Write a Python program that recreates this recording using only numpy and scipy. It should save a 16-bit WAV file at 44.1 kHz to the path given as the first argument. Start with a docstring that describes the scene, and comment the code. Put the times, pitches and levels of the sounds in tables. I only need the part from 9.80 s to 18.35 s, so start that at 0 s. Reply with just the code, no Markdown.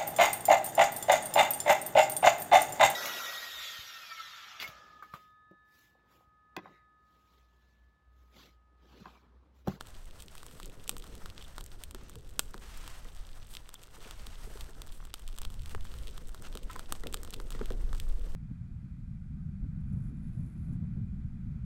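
"""Sharp cracks of burning twigs come first: a small kindling fire at a forest campsite, heard close by.
Cracks are pulses with a dying spray, split into bands; knocking sticks are struck damped modes.
Rustle, sizzle and a brushing sleeve are coloured noise of fluctuating level; ticks and pips are clicks.
Short narrow-band puffs are noise through a resonance, a far bird chips in falling sines, and gusts
rumble as low noise on a little microphone."""
import sys
import numpy as np
from scipy import signal
from scipy.fft import rfft, irfft, next_fast_len
from scipy.io import wavfile

SR = 44100
rng = np.random.default_rng(int(sys.argv[2]) if len(sys.argv) > 2 else 0)


def wav_record(signal):
    """Record a signal, one row per channel, as 16-bit PCM in the file named by sys.argv[1]."""
    frames = np.transpose(np.atleast_2d(signal))
    bounded = np.clip(frames, -1, 1)
    # unit amplitude maps onto the largest positive 16-bit level
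    quanta = np.round(bounded * 32767).astype(np.int16)
    wavfile.write(sys.argv[1], SR, quanta)


N = 377040


def amp(db):
    """Level definition: a level in dB becomes an amplitude gain."""
    return 10 ** (np.asarray(db) / 20)


def rms_one(x):
    """Normalisation: scales a signal to an rms of 1."""
    return x / np.sqrt(np.mean(x ** 2) + 1e-20)


def in_time(rows):
    """Linear interpolation: the columns of a time table at every sample."""
    s, *columns = np.transpose(rows)
    return [np.interp(np.arange(N) / SR, s, c) for c in columns]


def drift(rate_hz):
    """Low-passed noise: a slow random fluctuation of rms 1, from two equal one-pole filters."""
    step = 40   # samples between the coarse points
    r = np.exp(-2 * np.pi * rate_hz * step / SR)
    coarse = rng.standard_normal(N // step + 2002)
    slow = signal.lfilter([1], [1, -2 * r, r * r], coarse)[2000:]   # drops the filter's start
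    return np.interp(np.arange(N) / step, np.arange(len(slow)), rms_one(slow))


def coloured(spectrum):
    """Spectral shaping: noise of rms 1 with the given spectrum, falling steeply outside it."""
    hz, db = np.transpose(spectrum)
    size = next_fast_len(N)
    grid = np.log(np.arange(size // 2 + 1) * SR / size + 1e-3)
    ends = np.log(np.r_[hz[0] / 4, hz, hz[-1] * 4])
    shape = amp(np.interp(grid, ends, np.r_[db[0] - 50, db, db[-1] - 50]))
    return rms_one(irfft(rfft(rng.standard_normal(size)) * shape, size)[:N])


def ring(clicks, hz, t60):
    """Damped resonator: a unit click sets a decaying sine of initial height 1 ringing."""
    r, w = amp(-60 / (t60 * SR)), 2 * np.pi * hz / SR
    return signal.lfilter([0, np.sin(w)], [1, -2 * r * np.cos(w), r * r], clicks + 1e-18)


def grit(per_s, spread_db):
    """Clustered point process: sparse clicks of uneven size and random sign; rms 1."""
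    born = rng.random(N) < per_s * amp(5 * drift(10)) / SR
    sizes = amp(spread_db * np.minimum(rng.exponential(1, N), 3))
    return rms_one(born * sizes * rng.choice([-1, 1], N))


# bands of a crack, in order snap, body, bright tick, thump: low f/Hz, high f/Hz, level/dB, spray t60/s
BREAK_BANDS = [(2590, 3600, -5, 0.019), (720, 1570, -5.5, 0.019), (6600, 21900, -14, 0.02),
               (199, 890, -12, 0.016)]


def crack_sound(at, levels_db, scatter_db):
    """Impulsive fracture: one sharp pulse and a dying spray of echoes among the sticks, band by band."""
    out, t = np.zeros(N), np.arange(1024) / SR
    spray = rng.standard_normal((len(at), len(t)))
    where = at[:, None] + np.arange(len(t))
    for (low, high, db, t60), level_db in zip(BREAK_BANDS, levels_db):
        shape = amp(scatter_db - 60 * t / t60) * spray
        shape[:, 0] = -1   # the pulse
        # the difference of two low-passes keeps each band's pulse clean
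        below = []
        for hz in (low, high):
            low_pass = signal.bessel(2, min(hz, .45 * SR), fs=SR, norm="mag")
            below.append(signal.lfilter(*low_pass, shape))
        edges = [low / 1.114, min(high * 1.295, .45 * SR)]
        shape = signal.lfilter(*signal.butter(1, edges, "band", fs=SR), below[1] - below[0])
        # equal energy: that of rms 1 lasting 4 ms
        shape /= np.sqrt(np.sum(shape ** 2, axis=1, keepdims=True) / (.004 * SR))
        np.add.at(out, where, amp(level_db + db)[:, None] * shape)
    return out


# cracks of burning twigs: t/s, 1 ms before the crack, bright level/dB,
# woody body level/dB re bright, snap level/dB re bright
TWIG_CRACKS = [(0.0084, -29.5, -4.5, -6.5), (0.07, -35.5, -22, -13), (0.309, -46, -20, -5),
               (0.403, -33.5, -26, -14), (0.422, -30, -34, -15), (0.482, -41, -26, -4),
               (0.552, -34, -11.5, -13), (0.5794, -35.5, -17, -8.5), (0.63, -35, -8, -11),
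               (0.6642, -31, -16, -16), (0.711, -41, -13, -10), (0.7993, -33.5, -6.5, -10),
               (0.83, -33.5, -39, -8.5), (0.857, -29.5, -26, -35), (1.0395, -38, -30, -23),
               (1.077, -26, -31, -14), (1.0929, -11, -21, -14.5), (1.1128, -35, -14, -11),
               (1.166, -32.5, -8.5, -7.5), (1.181, -30.5, -32, -20), (1.1982, -40, -17, -9),
               (1.2225, -42, -14, -4), (1.2404, -38.5, -7.5, -9), (1.2667, -41, -20, -11),
               (1.3519, -34.5, -20, -13), (1.458, -33.5, -6, -7.5), (1.5, -39.5, -18, -4),
               (1.5783, -41, -25, 0), (1.6242, -38, -16, -5.5), (1.7806, -30.5, -4, -7),
               (1.8085, -31.5, -13, -10), (1.84, -32, -36, -31), (1.862, -31, -39, -18.5),
               (2.0362, -23.5, -32, -14), (2.1093, -31, -19, -13.5), (2.1466, -29.5, -11.5, -11),
               (2.2952, -33, -16, -17), (2.355, -35, -14.5, -11), (2.5926, -6.5, -17.5, -13.5),
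               (2.742, -37, 0.5, -8), (2.778, -41, -8, -6), (2.9733, -33, -22, -21),
               (3.0769, -29.5, -11.5, -10.5), (3.7378, -38, -14, -7), (3.7504, -34, -10.5, -3.5),
               (3.7683, -33, -20, -2.5), (3.8904, -33.5, -12.5, -10.5), (3.941, -26.5, -20.5, -44),
               (4.0346, -36, -27, -11), (4.309, -31, -13, -8.5), (4.4677, -33, -13, -6.5),
               (4.7727, -41.5, -4.5, -6), (4.808, -29.5, -17, -10), (5.0178, -29, -14.5, -9.5),
               (5.038, -53, -18, -8), (5.0709, -45, -7, -12), (5.078, -42, -13, -11),
               (5.122, -37.5, -24, -11), (5.251, -37, -14, -11.5), (5.2703, -46, -20, -13),
               (5.3397, -21, -15.5, -10.5), (5.394, -38, -16, -16), (5.477, -31, -23, -11),
               (5.4873, -40, -11, -9), (5.5274, -44.5, -12, -6), (5.5634, -42, -18, -10),
               (5.577, -37, -10, -8), (5.585, -26, -17, -12.5), (5.6165, -26.5, -16.5, -14.5),
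               (5.6317, -44, -5, 0.5), (5.6499, -30.5, -9.5, -5), (5.7013, -39.5, -12, -9),
               (5.7408, -37.5, -24, -12), (5.7941, -46, -22, -5), (5.819, -40, -22, -11),
               (5.8586, -34.5, -35, -9), (5.894, -35, -20, -12), (5.9479, -36, 3, -25),
               (6.008, -42, -16, -6), (6.051, -41.5, -3.5, -8), (6.116, -43, -18, -6.5),
               (6.1391, -41.5, -5, -6), (6.186, -39, -20, -9), (6.2334, -49, -15, -2),
               (6.2713, -34.5, -26, -8), (6.28, -39, -20, -4), (6.378, -34.5, -8.5, -7),
               (6.4917, -38, -13, -12), (6.5453, -34, -8, -11), (6.622, -33.5, -15, -18),
               (6.726, -42.5, -8, -4.5), (6.752, -30.5, -11, -10), (6.7724, -31, -11.5, -6.5),
               (6.8316, -38, -29, -11.5), (6.899, -43, -14, -7), (6.912, -34.5, -15, -11),
               (6.931, -35, -20, -12), (6.961, -33.5, -3, -11), (6.993, -29, -8.5, -9.5),
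               (7.1227, -15, -14, -14.5), (7.1512, -42, -4.5, -3), (7.235, -36.5, -6, -8),
               (7.2693, -27.5, -41, -7), (7.3263, -29, -33, -15), (7.337, -36, -27, -4),
               (7.342, -17, -15, -12), (7.3711, -36.5, -32, -8.5), (7.4319, -27.5, -20, -40),
               (7.448, -32, -15, -12), (7.475, -43, -4, -5), (7.5055, -29, -29, -17.5),
               (7.531, -43, -6, -20), (7.5366, -29.5, -14, -8.5), (7.5406, -27.5, -16.5, -7),
               (7.5997, -37, -2.5, -6), (7.7044, -28.5, -16.5, -12.5), (7.719, -34.5, -10.5, -12),
               (7.7246, -38, -20, -5), (7.749, -44, -3, -5), (7.792, -46.5, 3, -1), (7.8133, -45.5, 5, -18),
               (7.857, -32, -38, -11), (7.9034, -38.5, -1.5, -4), (7.9204, -38, -22, -8),
               (8.1292, -36.5, -1.5, -7), (8.1479, -38, -6, -7), (8.199, -26, -49, -10)]


def cracks():
    """Brittle fracture: the loud breaks that stand out; each sounds 1 ms after its table time."""
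    s, bright_db, body_db, snap_db = np.transpose(TWIG_CRACKS)
    at = ((s + .001) * SR).astype(int)
    scatter_db = (-23.5 + 0.1 * bright_db)[:, None]   # weaker cracks spray less after the pulse
    body_level_db = bright_db + body_db   # also drives the thump
    return crack_sound(at, (bright_db + snap_db, body_level_db, bright_db, body_level_db), scatter_db)


def small_cracks(per_s, level_db, spread_db, colour_db):
    """Clustered random process: faint cracks in clumps, each with its own size and colour."""
    count = 1500   # candidates, so also the most that can sound
    draws = rng.random((count, 2))
    colour = rng.standard_normal((count, 3))
    size = np.minimum(rng.exponential(1, count), 3)
    at = (draws[:, 0] * (N - 1024)).astype(int)
    chance = per_s * amp(4 * drift(8)) * N / SR / count
    heard = draws[:, 1] < chance[at]
    # snap, body and bright tick only, without a thump
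    levels_db = level_db + spread_db * size[:, None] + colour_db * colour + [0.0, -6.0, 9.0]
    return crack_sound(at, (levels_db - 200 * ~heard[:, None]).T, scatter_db=-20)


# low modes of the pile: f/Hz, level/dB, t60/s
PILE_MODES = [(233, 1, 0.041), (381, -2, 0.044), (440, 6, 0.02), (620, -3.5, 0.0038)]
# modes of a stick: f/Hz, level/dB, t60/s when it rings freely
STICK_MODES = [(1020, 2, 0.078), (1320, 2, 0.066), (1550, 1, 0.04), (1890, 9, 0.07)]
# sticks knocking on the pile: t/s, thud level/dB, ring level/dB
STICK_KNOCKS = [(2.146, -44.5, -63), (2.744, -42.5, -68), (3.25, -55, -59), (4.254, -44, -72),
                (4.642, -47, -77), (4.67, -50, -82), (4.755, -48.5, -69), (4.89, -51, -60),
                (5.947, -49.5, -58), (6.754, -46, -71), (6.897, -61, -46), (6.956, -52, -52.5),
                (7.237, -40, -50), (7.261, -39, -66), (7.345, -48, -78), (7.484, -48, -80),
                (7.6, -44.5, -58), (7.749, -45.5, -54.5), (7.811, -33, -52), (7.906, -37, -50)]


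def knocks():
    """Modal excitation: a rough contact drives the pile's thud and a stick, free only if it glances off."""
    out, t = np.zeros(N + 4096), np.arange(4096) / SR
    s, thud_db, ring_db = np.transpose(STICK_KNOCKS)
    where = (s * SR).astype(int)[:, None] + np.arange(len(t))
    # a pressed stick (thud over ring) rings shorter: 1.4 dB of t60 per dB
    free = amp(1.4 * np.minimum(ring_db - thud_db, 0))[:, None]
    pile = (PILE_MODES, thud_db, 0.0076, 1)   # modes, level/dB, contact decay/s, share of t60
    stick = (STICK_MODES, ring_db, 0.0032, free)
    for modes, level_db, contact_s, lasting in (pile, stick):
        for hz, db, t60 in modes:
            contact = rng.standard_normal((len(s), 1024)) * np.exp(-t[:1024] / contact_s)
            contact /= np.sqrt(np.sum(contact ** 2, axis=1, keepdims=True))
            # pressing also makes the stick's modes stray in pitch
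            pitch = hz * (1 + 0.085 * (1 - lasting) * rng.standard_normal((len(s), 1)))
            decay = amp(-60 * t / np.maximum(t60 * lasting, .003))
            mode = decay * np.sin(2 * np.pi * pitch * t)
            struck = signal.fftconvolve(contact, mode, axes=1)[:, :len(t)]
            np.add.at(out, where, amp(level_db + db)[:, None] * struck)
    return out[:N]


def rubbing(below_db, t60):
    """Stick-slip friction: after each knock, dying slips of bark on bark sound the pile's low modes."""
    s, thud_db, _ = np.transpose(STICK_KNOCKS)
    drag = np.zeros(N)
    drag[(s * SR).astype(int)] = amp(thud_db + below_db)
    dying = signal.lfilter([1], [1, -amp(-60 / (t60 * SR))], drag + 1e-18)
    slips = dying * grit(per_s=500, spread_db=3.0)
    return sum(amp(db) * ring(slips, hz, decay) for hz, db, decay in PILE_MODES)


def forest(x):
    """Diffuse reverberation: trees and ground scatter back a faint, exponentially decaying tail."""
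    t = np.arange(SR // 2) / SR
    tail = amp(-60 * t / 0.27) * rng.standard_normal(len(t))   # t60 0.27 s
    tail /= np.sqrt(np.sum(tail ** 2))
    return x + amp(-22.5) * signal.fftconvolve(x, tail)[:N]


# rustle spectrum: f/Hz, relative level/dB per Hz
RUSTLE_SPECTRUM = [(300, -25), (600, 6.5), (1200, 0), (2000, -0.5), (3500, -9), (6000, -6.5)]
# sizzle and hiss spectrum: f/Hz, relative level/dB per Hz
SIZZLE_SPECTRUM = [(1500, -19), (2500, -4.5), (4000, -4.5), (6500, -8), (10000, 1.5), (16000, -0.5)]
# liveliness of the pile: t/s, rustle level/dB
PILE_LIVELINESS = [(0, -64.5), (.9, -68.5), (1.5, -62), (2.4, -71), (3.27, -65), (3.45, -63.5), (3.9, -68),
                   (4.75, -59.5), (4.95, -64), (5.3, -70), (5.8, -66.5), (7.6, -65), (8.55, -66.5)]


def rustle_and_sizzle():
    """Modulated broadband noise: the pile's rustle and the sap's sizzle flicker partly together."""
    rustle_db, = in_time(PILE_LIVELINESS)
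    shared = drift(13.7)
    rustle_gain = amp(rustle_db + 2.8 * shared + 0.29 * drift(70))
    sizzle_gain = amp(rustle_db - 3 + 3.3 * shared + 2.0 * drift(210))
    return rustle_gain * coloured(RUSTLE_SPECTRUM) + sizzle_gain * coloured(SIZZLE_SPECTRUM)


def ticks(below_db):
    """High-passed impulses: bursting cells tick as sharp clicks whose level follows the pile's rustle."""
    rustle_db, = in_time(PILE_LIVELINESS)
    high_pass = signal.butter(2, 1600, "high", fs=SR)
    return amp(rustle_db + below_db) * signal.lfilter(*high_pass, grit(per_s=70, spread_db=10.0))


def needle_pips(per_s, level_db, cycles):
    """Shock-excited resonance: bursting needles click and ring a few cycles at one of ten pitches."""
    sizes = amp(level_db + 4.57 * np.minimum(rng.exponential(1, N), 3.5)) * rng.choice([-1, 1], N)
    born = rng.random(N) < per_s * amp(4 * drift(6)) / SR
    dealt = rng.integers(0, 10, N)
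    pitches = np.r_[np.geomspace(2500, 4300, 6), np.geomspace(1200, 9000, 4)]
    # each pip falls by 60 dB in the given number of cycles
    return sum(ring(sizes * born * (dealt == k), hz, cycles / hz) for k, hz in enumerate(pitches))


# brushes of sleeve and twigs against the pile: t/s, length/s before the added edge and fade,
# rustle level/dB, hiss level/dB
BRUSH_STROKES = [(0.375, 0.038, -70, -60), (0.533, 0.34, -69, -63), (1.243, 0.094, -64.5, -69),
                 (1.55, 0.056, -62.5, -80), (2.135, 0.16, -65, -89), (2.805, 0.43, -58, -61),
                 (3.682, 0.056, -68, -54), (4.193, 0.15, -57.5, -63), (4.366, 0.19, -61.5, -66),
                 (4.565, 0.3, -66.5, -61), (5.1, 0.07, -73, -60.5), (5.886, 0.0094, -56, -56),
                 (6.01, 0.32, -65.5, -64.5), (6.625, 0.019, -53, -59), (6.886, 0.045, -61, -68),
                 (7.727, 0.14, -64.5, -87)]


def swishes(edge_s, held, fade_s):
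    """Amplitude envelope: each brush starts quickly, holds for a share of its length and fades."""
    t, out = np.arange(N) / SR, np.zeros((2, N))
    for s, length, rustle_db, hiss_db in BRUSH_STROKES:
        full = s + edge_s
        corners = [s, full, full + held * length, full + length + fade_s]
        out += amp([[rustle_db], [hiss_db]]) * np.interp(t, corners, [0, 1, 1, 0])
    return out


# cloth rustle spectrum: f/Hz, relative level/dB per Hz
CLOTH_SPECTRUM = [(500, 5), (1000, 10), (1450, 8.5), (2300, 9.5), (4500, 3.5), (6500, 2.5)]


def brushes():
    """Friction noise: sleeve and twigs brush the pile with a cloth rustle and a hiss of uneven level."""
    rustle_gain, hiss_gain = swishes(edge_s=0.023, held=0.74, fade_s=0.024)
    rustle = rustle_gain * amp(0.65 * drift(6.0)) * coloured(CLOTH_SPECTRUM)
    hiss = hiss_gain * coloured(SIZZLE_SPECTRUM)
    return amp(1.7 * drift(81)) * (rustle + hiss)


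# short narrow-band puffs near 3 kHz, squeaks or close runs of clicks: t/s, f/Hz, level/dB
NARROW_PUFFS = [(1.606, 3200, -53), (1.641, 3350, -53), (3.948, 3400, -55), (4.24, 2600, -51)]


def narrow_puffs(width_hz):
    """Band-pass resonance: each event is a 17 ms puff of noise through one narrow resonance."""
    out, size = np.zeros(N), int(0.017 * SR)
    for s, hz, db in NARROW_PUFFS:
        edges = [hz - width_hz / 2, hz + width_hz / 2]
        band = signal.butter(2, edges, "band", fs=SR, output="sos")
        puff = rms_one(signal.sosfilt(band, rng.standard_normal(4096)))[-size:]
        out[int(s * SR):int(s * SR) + size] += amp(db) * np.hanning(size) * puff
    return out


# chips of a far bird: t/s
BIRD_CHIPS = [2.26, 3.595, 4.143, 5.21]


def bird():
    """Frequency glide: short falling whistles, all alike, are sines of accumulated phase."""
    out, size = np.zeros(N), int(.025 * SR)
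    phase = 2 * np.pi * np.cumsum(np.linspace(6050, 5830, size)) / SR   # falling f/Hz
    chip = amp(-66) * np.hanning(size) * np.sin(phase)
    for s in BIRD_CHIPS:
        out[int(s * SR):int(s * SR) + size] += chip
    return out


# slow heaves of the wind: f/Hz, relative level/dB per Hz
RUMBLE_SPECTRUM = [(6, 7), (12, -1), (24, 1.5), (35, -5.5), (60, -34)]
# buffets: f/Hz, relative level/dB per Hz
BUFFET_SPECTRUM = [(35, -1.5), (55, 4.5), (90, -4), (140, -11.5), (220, -20)]
# fast flutter: f/Hz, relative level/dB per Hz
FLUTTER_SPECTRUM = [(100, 5), (170, 1), (300, -2), (500, -2.5), (900, -32)]
# gusts on the microphone: t/s, rumble level/dB, buffet level/dB, flutter level/dB
WIND_GUSTS = [(0.0, -52, -58.5, -59), (0.26, -43, -57.5, -67), (0.48, -52.5, -61.5, -65.5),
              (1.05, -47, -60.5, -58), (1.47, -44, -54.5, -63), (2.36, -43.5, -52.5, -60),
              (3.74, -44.5, -55.5, -67), (3.88, -51.5, -60, -65), (4.62, -40.5, -52.5, -63),
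              (5.1, -44, -55, -63.5), (5.56, -41.5, -53, -64), (5.7, -33.5, -45, -61),
              (6.0, -35, -42.5, -65.5), (6.12, -42.5, -46.5, -57), (6.3, -38.5, -48, -61),
              (6.53, -43, -54.5, -59), (7.19, -36.5, -51, -55.5), (7.5, -44, -51.5, -57.5),
              (7.68, -32.5, -52, -56), (8.05, -28, -41.5, -55.5), (8.55, -31.5, -47.5, -59)]


def wind():
    """Turbulent pressure noise: lumpy low noise on the microphone port, from slow heaves to flutter."""
    gust_db, buffet_db, flutter_db = in_time(WIND_GUSTS)
    rumble = amp(gust_db + 2.26 * drift(15.7)) * coloured(RUMBLE_SPECTRUM)
    buffet = amp(buffet_db + 2.0 * drift(8.1)) * coloured(BUFFET_SPECTRUM)
    flutter = amp(flutter_db + 3.08 * drift(15.0)) * coloured(FLUTTER_SPECTRUM)
    return rumble + buffet + flutter


def scene():
    """Superposition: fire, hands and bird add up at the microphone, and the wind buffets it."""
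    fire = forest(cracks() + knocks())
    fire += small_cracks(per_s=170, level_db=-70.5, spread_db=3.0, colour_db=6.5)
    fire += rubbing(below_db=-41.5, t60=0.53)
    fire += rustle_and_sizzle() + ticks(below_db=-5)
    fire += needle_pips(per_s=70, level_db=-58, cycles=4.5)
    return (fire + brushes() + narrow_puffs(width_hz=580) + bird() + wind())[None]


# resonances and dips of the microphone housing: f/Hz, width/Hz, level/dB
HOUSING_RESONANCES = [(1303, 590, 3.5), (2260, 600, -2.5), (3295, 1150, 2), (8150, 2170, 6),
                      (10610, 3300, -7), (13500, 9200, -2.5), (15040, 3900, -11.5)]


def record(dry):
    """Linear filtering: the housing's resonances and dips colour the sound, then the top is cut."""
    out = dry
    for hz, width_hz, db in HOUSING_RESONANCES:
        w, gain = 2 * np.pi * hz / SR, amp(db / 2)
        alpha = np.sin(w) * width_hz / hz / 2
        zeros = [1 + alpha * gain, -2 * np.cos(w), 1 - alpha * gain]
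        poles = [1 + alpha / gain, -2 * np.cos(w), 1 - alpha / gain]
        out = signal.lfilter(zeros, poles, out)
    # at least 70 dB down from 16200 Hz upward
    return signal.sosfilt(signal.cheby2(22, 70, 16200, fs=SR, output="sos"), out)


dry = scene()
out = record(dry)
wav_record(out)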